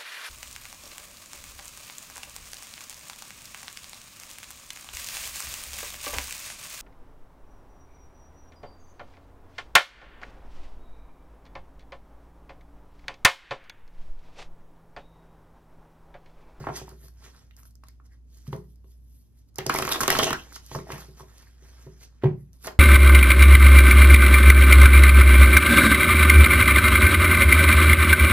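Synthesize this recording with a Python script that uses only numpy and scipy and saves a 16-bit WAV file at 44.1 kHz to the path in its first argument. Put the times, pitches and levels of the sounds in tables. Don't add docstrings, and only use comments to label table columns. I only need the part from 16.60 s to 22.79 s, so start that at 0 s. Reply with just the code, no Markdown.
import sys
import numpy as np
from scipy import signal
from scipy.fft import rfft, irfft, next_fast_len
from scipy.io import wavfile
from scipy.ndimage import uniform_filter1d

SR = 44100
rng = np.random.default_rng(int(sys.argv[2]) if len(sys.argv) > 2 else 0)


def wav_out(sig):
    wavfile.write(sys.argv[1], SR, np.round(np.clip(np.atleast_2d(sig).T, -1, 1) * 32767).astype(np.int16))


N = 272979

# (frequency [Hz], relative level per Hz [dB])
STACK = [(150, -5), (350, -2), (700, -4), (1300, -2.5), (1900, -4), (2600, -9), (4500, -32.5)]
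ENDS_DB = -24


def amp(db):
    return 10 ** (np.asarray(db) / 20)


def evened(x):
    return x / np.sqrt(np.mean(x ** 2) + 1e-20)


def read(points, hz):
    f, value = np.transpose(points)
    return np.interp(np.log(hz + 1), np.log(f + 1), value)


def add(mix, s, sound):
    part = mix[max(round(s * SR), 0):][:len(sound)]
    part += sound[:len(part)]


def coloured(x, points):
    size = next_fast_len(len(x))
    gain = amp(read(points, np.fft.rfftfreq(size, 1 / SR)))
    return evened(irfft(rfft(x, size) * gain, size)[:len(x)])


def low_hum():
    # (time [s], level [dB])
    hum_levels = [(0, -50), (.55, -49), (.74, -54), (.8, -62), (.88, -53), (1.9, -50), (2.55, -50),
                  (2.68, -62), (2.8, -52), (2.88, -60), (3., -52), (4., -52), (4.4, -49), (4.8, -55),
                  (5.15, -49.5), (5.55, -54), (6.19, -52)]
    hum_hz, drift_hz = 59.5, 0.34
    t = np.arange(N) / SR
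    drift = evened(uniform_filter1d(uniform_filter1d(rng.standard_normal(N), 6000), 6000))
    turns = np.cumsum(hum_hz + drift_hz * drift) / SR
    level = np.sqrt(2) * amp(np.interp(t, *np.transpose(hum_levels)))
    return level * np.sin(2 * np.pi * turns) * amp([[-.5], [.5]])


def quiet_room():
    # (frequency [Hz], relative level per Hz [dB])
    rumble_colour = [(12, -87.5), (20, -35), (41, -17.5), (65, -28), (92, -14), (129, -18.5), (177, -27.5),
                     (258, -26), (376, -38), (505, -43), (768, -49.5), (3000, -65), (6600, -120)]
    shared, left, right = (coloured(v, rumble_colour) for v in rng.standard_normal((3, N)))
    return amp(-64.5) * (shared + 1.21 * np.array([left, right]))


def microphone_hiss():
    # (frequency [Hz], relative level per Hz [dB])
    hiss_colour = [(1000, -19), (3000, -4.5), (6000, -2.5), (8500, -7), (12000, -2.5), (14500, -19.5)]
    return amp(-84) * np.array([coloured(v, hiss_colour) for v in rng.standard_normal((2, N))])


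def gritty(per_s, spread_db, share):
    sizes = amp(spread_db * np.minimum(rng.exponential(1, N), 3))
    catches = sizes * (rng.random(N) < per_s / SR)
    swell = evened(signal.lfilter([1], [1, -.97], catches))
    return (1 + share * swell) * rng.standard_normal(N)


def patchy(x):
    patchy_db = 2.5
    z = signal.stft(x, nperseg=256)[2]
    patches = uniform_filter1d(rng.standard_normal(z.shape), size=5, axis=0)
    patches = evened(uniform_filter1d(patches, size=9, axis=1))
    return signal.istft(z * amp(patchy_db * patches), nperseg=256)[1][:N]


def sliding_cards():
    # (peak time [s], rise [s], fall [s], level of the hiss [dB],
    # level of the rustle above the hiss [dB])
    strokes = [(0, .05, 0.24, -55, 5), (.095, 0.041, 0.1, -61.5, 7.5), (0.172, 0.055, 0.068, -38, -5),
               (.3, 0.14, 0.094, -58.5, -1.5), (.45, 0.13, 0.084, -59.5, -4.5),
               (.655, 0.11, 0.11, -53.5, -2), (0.768, 0.15, 0.19, -61.5, -4), (.99, 0.051, 0.094, -66, 3),
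               (1.06, 0.032, 0.08, -64.5, -17), (1.27, 0.074, 0.17, -70.5, -5),
               (1.46, 0.03, 0.027, -65.5, -3), (1.54, 0.098, 0.074, -72.5, -6),
               (1.74, 0.092, 0.51, -66, -9), (1.879, 0.04, 0.042, -58, -4.5),
               (1.939, 0.069, 0.11, -59.5, -0.5), (2.1, 0.061, 0.12, -75.5, -17),
               (2.31, 0.13, 0.12, -70.5, -13), (2.56, 0.3, 0.27, -72.5, -18),
               (2.79, 0.083, 0.089, -70.5, -9), (2.89, 0.033, 0.018, -70.5, -12),
               (2.999, 0.027, 0.054, -59, 19.5), (3.15, 0.1, 0.6, -37, 1.5), (3.25, 0.072, 0.36, -49.5, 1),
               (3.318, 0.022, 0.063, -30.5, 0), (3.409, 0.014, 0.13, -33.5, -3.5),
               (3.52, 0.043, 0.22, -30, -3.5), (3.6, 0.12, 0.12, -36.5, 4.5),
               (3.636, 0.028, 0.037, -25.5, -3.5), (3.68, 0.05, 0.084, -37, 4),
               (3.76, 0.05, 0.32, -54.5, 1.5), (3.959, 0.08, 0.057, -46, -12),
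               (4.064, 0.12, 0.072, -55.5, -25), (4.144, 0.11, 0.11, -44.5, -9),
               (4.32, 0.07, 0.16, -46.5, 4), (4.4, 0.065, 0.19, -52, -15), (4.597, 0.062, 0.064, -53, -1),
               (4.79, 0.34, 0.29, -60, -2), (5.051, 0.12, 0.86, -62, -1.5), (5.2, 0.082, 0.25, -63.5, -1),
               (5.435, 0.068, 0.049, -49.5, -10), (5.642, 0.022, 0.09, -59.5, 18),
               (5.801, 0.08, 0.09, -78.5, 1), (5.939, 0.013, 0.092, -68, -4.5),
               (6.055, 0.05, 0.06, -44, -8), (6.074, 0.03, 0.055, -54, 17.5)]
    # (frequency [Hz], relative level per Hz [dB])
    face_colour = [(880, -44), (1500, -12), (2120, -10), (3060, -2.5), (4120, -1.5), (6000, 2.5),
                   (7460, -1.5), (8080, -0.5), (9850, -6.5), (12700, -6.5), (13700, -5), (14800, -34.5)]
    # (time [s], level [dB])
    treble_levels = [(0, -3), (.25, -3.5), (.38, 8.5), (.52, 13), (.62, -3.5), (.9, -1.5), (.99, 16),
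                     (1.17, 10), (1.25, 1.5), (1.8, 1.5), (2.1, 10), (2.22, 6.5), (2.55, 13.5), (2.8, 5),
                     (3.05, 0.5), (3.36, 3.5), (3.75, -2), (4.5, 1.5), (5.3, -1.5), (5.65, -8), (5.8, 12),
                     (6.05, 6.5)]
    treble_hz = 9300
    t = np.arange(0, N, 32) / SR
    hiss_power, rustle_power = 0, 0
    for s, rise, fall, hiss_db, rustle_db in strokes:
        away = np.maximum((s - t) / rise, (t - s) / fall)
        power = amp(hiss_db + ENDS_DB * away ** 1.02) ** 2
        hiss_power = hiss_power + power
        rustle_power = rustle_power + power * amp(rustle_db) ** 2
    faces = coloured(gritty(300, 5.6, 0.38), face_colour)
    stack = coloured(gritty(500, 3.0, 0.77), STACK)
    now = np.arange(N) / SR
    top = signal.sosfiltfilt(signal.butter(4, treble_hz, "high", fs=SR, output="sos"), faces)
    faces = faces + (amp(np.interp(now, *np.transpose(treble_levels))) - 1) * top
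    hiss = faces * np.interp(now, t, np.sqrt(hiss_power))
    rustle = stack * np.interp(now, t, np.sqrt(rustle_power))
    return patchy(hiss + rustle)


def table_knocks(cards):
    # (time [s], strength of the blow [dB], share in the whole-board modes [dB])
    knocks = [(.004, -30.5, -5), (0.067, -35, -6), (0.092, -25.5, -10), (.215, -29.5, -13),
              (0.319, -36, -12), (.436, -43.5, -8), (1.878, -38, 7), (1.928, -20, -8.5),
              (1.945, -23.5, -22), (2.243, -47.5, -35), (2.985, -19.5, -16), (3.065, -17.5, -14.5),
              (3.149, -20, -22), (3.198, -19.5, -16.5), (3.249, -29.5, -6), (3.412, -19.5, -16),
              (3.481, -14, -27), (3.552, -20, -16), (3.587, -15.5, -39), (3.623, -14.5, -21),
              (3.71, -19, -17.5), (4.114, -30.5, -11.5), (4.151, -21.5, -8.5), (4.187, -25, -31),
              (4.301, -28.5, -29), (4.329, -28.5, -7), (4.484, -37, -9.5), (4.604, -35.5, -11),
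              (5.021, -45, -10.5), (5.265, -30.5, -11), (5.635, -6.5, -20), (5.643, -19, -2.5),
              (5.651, -11, -4), (6.074, -44, -18)]
    # (frequency [Hz], relative level [dB], time to die by 60 dB [s])
    modes = [(95.9, -8, 0.27), (138.7, 11, 0.053), (146.4, -7.5, 0.3), (178.9, -15, 0.54),
             (213, -5.5, 0.18), (273.2, -3.5, 0.024), (327, -15.5, 0.13), (375.4, -3.5, 0.089),
             (415.2, -11.5, 0.15), (521.4, -9, 0.08), (647, -12.5, 0.097), (730, -17.5, 0.036)]
    light, heavy = amp(-39.5) * cards, np.zeros(N)
    t = np.arange(SR // 2) / SR
    push = np.hanning(90)
    push = push / push.sum()
    for s, db, weight_db in knocks:
        add(light, s, amp(db) * push)
        add(heavy, s, amp(db + weight_db) * push)
    rings = np.array([amp(db - 60 * t / t60) * np.sin(2 * np.pi * hz * t) for hz, db, t60 in modes])
    mode_hz = np.transpose(modes)[0]
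    rings *= 1 - np.exp(-np.outer(mode_hz, t) / 0.47)
    whole_board = mode_hz < 250
    wood = signal.oaconvolve(heavy, rings[whole_board].sum(0))
    wood = wood + signal.oaconvolve(light, rings[~whole_board].sum(0))
    return signal.sosfilt(signal.butter(3, 85, "high", fs=SR, output="sos"), wood[:N])


def burst(noise, s, t60, rise):
    t = np.arange(4000) / SR
    return noise[round(s * SR):][:len(t)] * amp(-60 * t / max(t60, .003)) * np.minimum(t / rise, 1)


def add_scattered(mix, s, level, share, noises, t60, rises):
    shared, *own = noises
    common = np.sqrt(1 - share ** 2) * burst(shared, s, t60, rises[0])
    for port, noise in zip(mix, own):
        add(port, s, level * (common + share * burst(noise, s, t60, rises[1])))


def card_snaps():
    # (time [s], level of the pop [dB], pitch of the pop [Hz], corner crackle above the pop [dB])
    slaps = [(.0412, -30.5, 940, -24.5), (0.0687, -23, 1300, -23), (.071, -23, 810, -39),
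             (.0872, -26, 1220, -17.5), (.0905, -24, 680, -41), (0.1007, -27, 940, -34),
             (.215, -38.5, 724, -8), (.28, -38, 910, -23), (0.315, -47.5, 1290, -19),
             (.483, -51, 1500, -29), (0.748, -49, 1430, -14), (0.909, -55, 1620, 6.5),
             (1.031, -53, 1200, -8), (1.054, -54, 1330, -6), (1.236, -42, 1090, -13), (1.4, -49, 1230, -39),
             (1.868, -51, 1150, -1), (1.929, -25.5, 990, -12), (2.243, -60, 1025, -4),
             (2.987, -24.5, 793, -2), (3.063, -26, 780, -4.5), (3.097, -8.5, 1249, -13),
             (3.111, -25, 1530, -18.5), (3.126, -27.5, 1600, -16.5), (3.138, -28.5, 960, -6),
             (3.149, -15.5, 927, -14), (3.161, -25, 998, -15.5), (3.187, -17, 1070, -8),
             (3.199, -28.5, 656, -25), (3.224, -17, 1280, -6.5), (3.251, -21, 1480, -9),
             (3.277, -19.5, 1110, -8.5), (3.292, -24, 1230, -9), (3.305, -24.5, 1160, -8),
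             (3.314, -23.5, 970, -1.5), (3.322, -21, 1300, -1), (3.345, -23.5, 1180, -4.5),
             (3.358, -19, 1150, -6.5), (3.384, -30.5, 597, -16), (3.4056, -15, 1450, -16.5),
             (3.413, -21, 1160, -8), (3.4322, -18.5, 1220, -6.5), (3.4358, -19, 1016, -17.5),
             (3.458, -24, 1310, -9), (3.48, -12, 1140, -5.5), (3.488, -24.5, 1280, -8.5),
             (3.502, -9.5, 1910, -7), (3.514, -21, 1227, -3.5), (3.526, -21.5, 689, -7.5),
             (3.533, -28.5, 1200, -9), (3.551, -14, 1520, -6), (3.566, -19, 1107, -8), (3.589, -14, 590, 1),
             (3.596, -11, 1244, -26), (3.606, -18.5, 1713, -10), (3.628, -20, 730, 4),
             (3.64, -24, 580, -9.5), (3.667, -21.5, 670, -8), (3.678, -22, 780, -8), (3.706, -17, 1125, -5),
             (3.729, -15, 1280, -9), (3.923, -40.5, 1370, -16), (3.963, -34.5, 1300, -6.5),
             (4.115, -31, 850, -11), (4.1493, -23, 1030, -35), (4.155, -29, 1020, -35),
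             (4.16, -27, 617, -33), (4.188, -31.5, 1230, -19), (4.27, -38, 720, -27),
             (4.292, -33, 680, -17), (4.303, -25.5, 1130, -15), (4.321, -35.5, 970, 2.5),
             (4.36, -36.5, 726, -22), (4.382, -38, 1120, -22.5), (4.42, -41, 1060, -8),
             (4.598, -39, 1010, -24), (4.606, -37, 960, -26), (4.632, -46.5, 595, -20),
             (4.827, -52, 963, 1), (5.27, -48, 957, -13), (5.623, -45, 1470, -4), (5.635, -23, 592, -15.5),
             (5.641, -22.5, 913, -21), (5.657, -23.5, 754, -26), (6.0458, -34.5, 1400, -22),
             (6.0737, -26, 640, -7), (6.079, -28.5, 1110, -9), (6.0855, -36, 857, -16)]
    # (frequency [Hz], relative level per Hz [dB])
    corner_colour = [(1200, -16.5), (2000, -4.5), (3000, -5), (4200, -11), (6500, -27)]
    pop_db_per_turn = 12
    flutter_db, flutter_top = -6.5, 1.63
    flutter_t60, softer = 0.042, 0.12
    corner_t60_share, corner_scatter = 0.9, 0.81
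    out, corners, t = np.zeros(N), np.zeros((2, N)), np.arange(1000) / SR
    dull = coloured(rng.standard_normal(N + SR), STACK)
    crisp = [coloured(rng.standard_normal(N + SR), corner_colour) for _ in range(3)]
    for s, db, hz, crisp_db in slaps:
        turns = hz * t
        t60 = flutter_t60 * amp(db) ** softer
        pop = np.sin(2 * np.pi * turns) * turns * amp(pop_db_per_turn * (1 - turns))
        add(out, s, amp(db) * pop)
        lowpass = signal.butter(2, flutter_top * hz, fs=SR)
        flutter = signal.lfilter(*lowpass, burst(dull, s, t60, 0.0026))
        add(out, s, amp(db + flutter_db) * flutter)
        add_scattered(corners, s, amp(db + crisp_db), corner_scatter, crisp,
                      corner_t60_share * t60, (0.0017, 0.0016))
    return out + corners


def edge_ticks():
    # (time [s], level [dB])
    slips = [(0.2911, -39.5), (0.4826, -44.5), (0.9656, -46), (1.0323, -49), (1.0538, -52), (1.108, -54),
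             (1.154, -49), (1.238, -49.5), (1.2843, -41.5), (1.772, -49), (1.925, -47), (2.158, -58),
             (2.9432, -60.5), (2.9577, -34.5), (2.9841, -20.5), (3.065, -19), (3.0949, -19.5),
             (3.1232, -37), (3.14, -20), (3.159, -22.5), (3.1866, -19), (3.222, -23), (3.251, -24.5),
             (3.271, -26.5), (3.29, -23.5), (3.317, -24), (3.3223, -15.5), (3.332, -22), (3.406, -16),
             (3.4104, -16), (3.4335, -17), (3.4787, -9.5), (3.5028, -9), (3.551, -32.5), (3.5875, -13.5),
             (3.6314, -20.5), (3.706, -25.5), (3.7298, -21), (3.927, -40), (3.9583, -31.5), (4.063, -39),
             (4.281, -48), (4.319, -31), (4.381, -40), (4.781, -42.5), (5.9308, -49), (6.048, -35.5),
             (6.0703, -25.5)]
    # (frequency [Hz], relative level [dB])
    tick_colour = [(1500, -5.5), (3000, -15.5), (5000, 6.5), (8000, 3), (12000, 0), (13800, 3.5),
                   (15200, -14), (16500, -17)]
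    tick_t60, tick_scatter = 0.013, 0.44
    out = np.zeros((2, N))
    bright = [coloured(rng.standard_normal(N + SR), tick_colour) for _ in range(3)]
    for s, db in slips:
        add_scattered(out, s, amp(db), tick_scatter, bright, tick_t60, (0.00064, 0.00074))
    return out


def edge_squeaks():
    # (peak time [s], rise [s], fall [s], pitch [Hz], width of the band [Hz], level [dB])
    scrapes = [(.94, 0.011, 0.012, 2970, 300, -63), (1.29, 0.017, 0.021, 2080, 402, -64),
               (1.52, 0.028, 0.055, 1840, 448, -66.5), (3.165, .01, 0.011, 2130, 401, -26.5),
               (3.321, 0.014, 0.021, 3650, 598, -25), (3.35, 0.018, 0.043, 3610, 492, -35),
               (3.521, .015, 0.068, 2790, 605, -30.5), (3.6, 0.011, .015, 3150, 504, -24.5),
               (3.634, 0.0084, 0.012, 2920, 500, -20), (3.67, .02, 0.093, 2830, 501, -33.5),
               (3.744, .012, 0.031, 1530, 400, -32), (3.79, 0.044, 0.066, 2970, 507, -48),
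               (3.96, 0.033, 0.018, 5300, 1790, -44), (4.2, .015, 0.05, 2080, 400, -53)]
    t, out = np.arange(N) / SR, np.zeros(N)
    noise = rng.standard_normal(N)
    for s, rise, fall, hz, width, db in scrapes:
        part = slice(round((s - 3 * rise) * SR), round((s + 3 * fall) * SR))
        away = np.maximum((s - t[part]) / rise, (t[part] - s) / fall)
        band = signal.butter(2, [hz - width / 2, hz + width / 2], "band", fs=SR, output="sos")
        out[part] += amp(db + ENDS_DB * away) * evened(signal.sosfilt(band, noise[part]))
    return out


def ports(x):
    # (frequency [Hz], left minus right [dB])
    tilt = [(60, -1), (400, -1), (700, -2.6), (1500, -1.2), (3000, -1.6), (5500, -4.5), (9000, -1),
            (15000, 0)]
    # (frequency [Hz], phase lag [radians])
    lag = [(0, 0), (860, .3), (2000, 1.1), (3000, 1.5), (3800, 2.1), (6600, 2.3), (8300, 3.1), (9500, 4.4),
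           (11000, 6), (12500, 7), (14100, 8.2), (17000, 9.5)]
    size = next_fast_len(N + 2048)
    hz = np.fft.rfftfreq(size, 1 / SR)
    half = amp(read(tilt, hz) / 2)
    late = np.exp(-1j * np.interp(hz, *np.transpose(lag)))
    return irfft(rfft(x, size) * np.array([half * late, 1 / half]), size)[:, :N]


def room_echo(x):
    # (frequency [Hz], relative level [dB])
    walls = [(150, -1.5), (600, 2.5), (2000, 0.5), (5000, 0.5), (9000, -10), (15000, -4)]
    # (frequency [Hz], time to die by 60 dB [s])
    decay = [(150, 0.42), (500, 0.25), (2000, 0.18), (8000, 0.22)]
    taps = np.zeros((2, SR // 2))
    at = np.arange(160, SR // 2 - 20, 20)
    spots = at + rng.integers(0, 20, (2, len(at)))
    np.put_along_axis(taps, spots, rng.choice([-1., 1.], (2, len(at))), 1)
    hz, t, z = signal.stft(taps, SR, nperseg=256)
    same = 1 / (1 + (hz[:, None] / 330) ** 2)
    z = np.array([z[0], same * z[0] + np.sqrt(1 - same ** 2) * z[1]])
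    fade = amp(read(walls, hz)[:, None] - 60 * t / read(decay, hz)[:, None])
    tail = signal.istft(z * fade, SR, nperseg=256)[1]
    return signal.fftconvolve(x[None], tail / np.linalg.norm(tail[0]), axes=1)[:, :N]


def scene():
    background = low_hum() + quiet_room() + microphone_hiss()
    cards = card_snaps() + edge_ticks()
    near = cards + sliding_cards() + edge_squeaks()
    wood = table_knocks(cards[0])
    echo = room_echo(amp(-8.5) * near[0] + amp(-11.0) * wood)
    return ports(near + wood) + echo + background


def record(dry):
    lowpass = signal.firwin(511, 16400, window=("kaiser", 9), fs=SR)
    return signal.oaconvolve(dry, lowpass[None], "same")


dry = scene()
out = record(dry)
wav_out(out)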